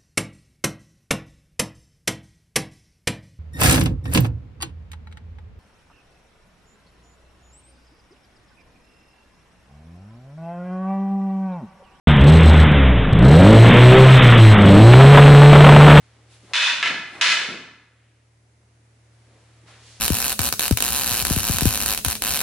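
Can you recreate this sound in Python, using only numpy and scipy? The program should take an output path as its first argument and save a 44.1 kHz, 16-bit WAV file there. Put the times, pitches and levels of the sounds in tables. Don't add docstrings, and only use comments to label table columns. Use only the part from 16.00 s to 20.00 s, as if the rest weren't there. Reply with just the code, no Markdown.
import sys
import numpy as np
from scipy import signal
from scipy.fft import rfft, irfft
from scipy.io import wavfile

SR = 44100
rng = np.random.default_rng(int(sys.argv[2]) if len(sys.argv) > 2 else 0)


def master_out(mix):
    frames = np.transpose(np.atleast_2d(mix))
    ceiling = np.clip(frames, -1, 1)
    pcm = np.round(ceiling * 32767).astype(np.int16)
    wavfile.write(sys.argv[1], SR, pcm)


N = 176400
TIME = np.arange(N) / SR

# frequency_hz, left_right_likeness
HALL_STEREO = [(200, 1), (500, 1), (1000, 0.84), (2000, .78), (3500, .63), (5000, 0.068), (7000, .13),
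               (10000, 0.34)]


def from_db(db):
    return 10 ** (np.asarray(db) / 20)


def rms_one(x):
    return x / np.sqrt(np.mean(x ** 2) + 1e-20)


def at_hz(points, hz):
    frequencies, values = np.transpose(points)
    return np.interp(np.log(hz + 1e-9), np.log(frequencies), values)


def band(x, low_hz, high_hz):
    bandpass = signal.butter(2, [low_hz, high_hz], "band", fs=SR, output="sos")
    return signal.sosfilt(bandpass, x + 1e-18)


def widen(pair, likeness):
    size = pair.shape[1]
    alike = at_hz(likeness, np.fft.rfftfreq(size, 1 / SR))
    mid, side = rfft(pair) * np.sqrt([(1 + alike) / 2, (1 - alike) / 2])
    return irfft(np.array([mid + side, mid - side]), size)


def ventilation():
    # pitch_hz, level_db (rms)
    hum_tones = [(76.7, -62.5), (114.9, -53), (268, -80.5), (308, -75)]
    # frequency_hz, relative_level_db
    air_colour = [(20, -17.5), (45, -4.5), (80, -0.5), (170, 0), (320, 0.5), (600, -2), (1100, -7.5),
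                  (2100, -7), (3300, -14), (6000, -13), (11000, -17.5)]
    # frequency_hz, left_right_likeness
    air_stereo = [(150, 0.92), (450, .74), (1000, 0), (2000, 0.36), (5000, 0.025), (10000, 0.27)]
    hum = 0
    for pitch_hz, level_db in hum_tones:
        waver_db = rms_one(signal.resample(rng.standard_normal(24), N))
        tone = np.sqrt(2) * np.sin(2 * np.pi * (pitch_hz * TIME + rng.random()))
        hum = hum + from_db(level_db - waver_db) * tone
    colour = from_db(at_hz(air_colour, np.fft.rfftfreq(N, 1 / SR)))
    air = rms_one(irfft(rfft(rng.standard_normal((2, N))) * colour, N))
    return hum + from_db(-58) * widen(air, air_stereo)


def swishes():
    # peak_s, rise_s, fall_s, level_db, centre_hz, width_octaves
    movements = [(0.03, 0.1, 0.26, -58, 1700, 1.3), (0.18, 0.077, 0.21, -63, 370, 0.84),
                 (0.333, 0.023, 0.035, -52.5, 3500, 1.4), (0.5, 0.071, 0.12, -53, 2186, 1.8),
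                 (0.527, .025, 0.012, -48.5, 560, 0.88), (0.892, 0.044, .06, -30.5, 450, 1.6),
                 (1.18, .04, 0.12, -37, 480, 1.6), (1.151, 0.09, .05, -52.5, 6000, 1.2),
                 (1.461, 0.073, 0.11, -37.5, 457, 0.54), (2.02, 0.067, 0.15, -61, 2080, 0.64),
                 (3.35, 0.087, 0.067, -61, 363, 0.81), (3.46, 0.31, 0.33, -61, 1610, 1.62),
                 (3.685, 0.011, 0.081, -50.5, 1540, 1.42), (3.9, 0.056, 0.12, -50.5, 4360, 0.81),
                 (3.85, 0.11, 0.24, -61.5, 440, 1.53)]
    out, octave = 0, np.log2(np.fft.rfftfreq(N, 1 / SR) + 1)
    friction = rfft(widen(rng.standard_normal((2, N)), HALL_STEREO))
    for peak_s, rise_s, fall_s, level_db, centre_hz, width_octaves in movements:
        colour = np.exp(-.5 * ((octave - np.log2(centre_hz)) / width_octaves) ** 2)
        swell = np.exp(-.5 * ((TIME - peak_s) / np.where(TIME < peak_s, rise_s, fall_s)) ** 2)
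        out = out + from_db(level_db) * swell * rms_one(irfft(friction * colour, N))
    return out


def feet():
    # start_s, relative_level_db
    footfalls = [(0.429, -22), (0.721, -16.5), (0.781, -17.5), (0.876, -6), (0.898, -3), (0.965, -13.5),
                 (1.123, -18.5), (1.259, -1), (1.398, -10), (1.485, 3), (3.628, -25)]
    decay_s = 0.022
    pressure = 0
    for start_s, level_db in footfalls:
        decay = np.exp(-np.clip((TIME - start_s) / decay_s, 0, 20))
        pressure = pressure + from_db(level_db) * (TIME >= start_s) * decay
    force = pressure * rng.standard_normal(N) * np.sqrt(2 / (decay_s * SR))
    impacts = hall(force, direct_db=-2.5)
    thud = from_db(20) * band(impacts, low_hz=151, high_hz=378)
    boom = from_db(5.5) * band(impacts, low_hz=35, high_hz=130)
    return thud + boom


def hall(force, direct_db):
    # centre_hz, t60_s
    reverb_times = [(100, 0.78), (300, 0.67), (800, 0.88), (1800, 0.77), (3000, 0.68), (5500, 0.66),
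                    (11000, .6)]
    # delay_s, level_db
    reflections = [(.0018, -20), (.0069, -17), (.0113, -13), (.0315, -16.5)]
    size = len(force)
    diffuse = rfft(widen(rng.standard_normal((2, size)), HALL_STEREO))
    out = from_db(direct_db) * np.array([force, force])
    centres_hz, t60s = np.transpose(reverb_times)
    for t60_s, this_band in zip(t60s, np.eye(len(t60s))):
        decay = np.exp(-2 * np.log(1000) / (t60_s * SR))
        energy = signal.lfilter([1 - decay], [1, -decay], force ** 2 + 1e-18)
        crossover = np.interp(np.fft.rfftfreq(size, 1 / SR), centres_hz, this_band)
        out += np.sqrt(energy) * irfft(diffuse * crossover, size)
    for delay_s, level_db in reflections:
        for side in (0, 1):
            lag = int(delay_s * SR) + rng.integers(1, 3)
            out[side, lag:] += from_db(level_db) * force[:-lag]
    return out


def swords():
    # start_s, first_sword_db, second_sword_db, crack_db,
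    # contact_cutoff_hz, slide_s, slide_db, direct_db
    blows = [(0.535, -7, -22.5, -6.5, 6000, .18, 7.5, -14.5), (0.828, -12.5, -4.5, -4, 2200, .058, 0.5, -2),
             (1.2114, -2.5, 1, 4.5, 7000, .11, 0.5, -22.5)]
    # pitch_hz, relative_level_db, t60_s
    first_modes = [(614, -19, .05), (955, -10, .035), (1456, -5, .025), (1573, -4, .035), (1875, -1.5, .02),
                   (1972, -2.5, 0.058), (2539, 4.5, .02), (3022, 0, 0.11), (3500, 3.5, .02),
                   (4270, -3, 0.021), (4222, -39.5, 0.065), (5080, -11.5, .015), (6000, -11, 0.0079),
                   (6730, -19.5, 0.012)]
    second_modes = [(667, -15, .06), (960, -18, 0.022), (1336, -6, .08), (1669, -1.5, .05), (1744, -1, .09),
                    (2025, -0.5, 0.075), (2180, -1, .025), (2519, 0.5, .045), (2730, -8, 0.12),
                    (3003, 0, .025), (3630, -8.5, .022), (4130, -5, .035), (4540, -23.5, 0.036),
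                    (5530, -13, 0.06)]
    ring_gain_db, crack_gain_db, slips_per_s = 19.5, 30, 500
    out, age = np.zeros((2, N)), TIME[:int(1.5 * SR)]
    for start_s, first_db, second_db, crack_db, cutoff_hz, slide_s, slide_db, direct_db in blows:
        slipping = (rng.random(len(age)) < slips_per_s / SR) & (age < slide_s)
        slips = slipping * rng.standard_normal(len(age))
        force = from_db(slide_db) * slips / (np.linalg.norm(slips) + 1e-9)
        force[0] = 1
        soften = signal.butter(1, cutoff_hz, fs=SR)
        first, second, contact = (signal.lfilter(*soften, hall(force, direct_db)) for _ in range(3))
        wood = from_db(first_db) * sword_ring(first, first_modes)
        wood += from_db(second_db) * sword_ring(second, second_modes)
        crack = from_db(crack_db + crack_gain_db) * band(contact, low_hz=1365, high_hz=5360)
        start = int(start_s * SR)
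        out[:, start:start + len(age)] += from_db(ring_gain_db) * wood + crack
    return out


def sword_ring(force, modes):
    out = 0
    for k, (pitch_hz, level_db, t60_s) in enumerate(modes):
        decay = np.exp(-np.log(1000) / (t60_s * SR))
        feedback = [1, -2 * decay * np.cos(2 * np.pi * pitch_hz / SR), decay ** 2]
        gain = (-1) ** k * from_db(level_db) * np.sqrt(1 - decay ** 2)
        out = out + gain * signal.lfilter([.5, 0, -.5], feedback, force + 1e-18)
    return out


def scene():
    return swords() + feet() + swishes() + ventilation()


def release(db, db_per_s):
    return np.maximum.accumulate(db + db_per_s * TIME) - db_per_s * TIME


def record(dry):
    threshold_db, squeeze, attack_s, opening_cut_db = -14, 0.59, 0.0023, 5
    peak_db = 20 * np.log10(np.abs(dry).max(0) + 1e-9)
    wanted_cut_db = squeeze * np.maximum(peak_db - threshold_db, 0)
    fast_db = release(wanted_cut_db, db_per_s=69.5)
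    slow_db = release(np.maximum(0.8 * wanted_cut_db, opening_cut_db * (TIME == 0)), db_per_s=3.3)
    smoothing = np.exp(-1 / (attack_s * SR))
    cut_db = signal.lfilter([1 - smoothing], [1, -smoothing], np.maximum(fast_db, slow_db))
    ducked = dry * from_db(-np.interp(TIME + 2 * attack_s, TIME, cut_db))
    high_cut = signal.ellip(12, .1, 80, 11100, fs=SR, output="sos")
    return signal.sosfilt(high_cut, ducked)


dry = scene()
out = record(dry)
master_out(out)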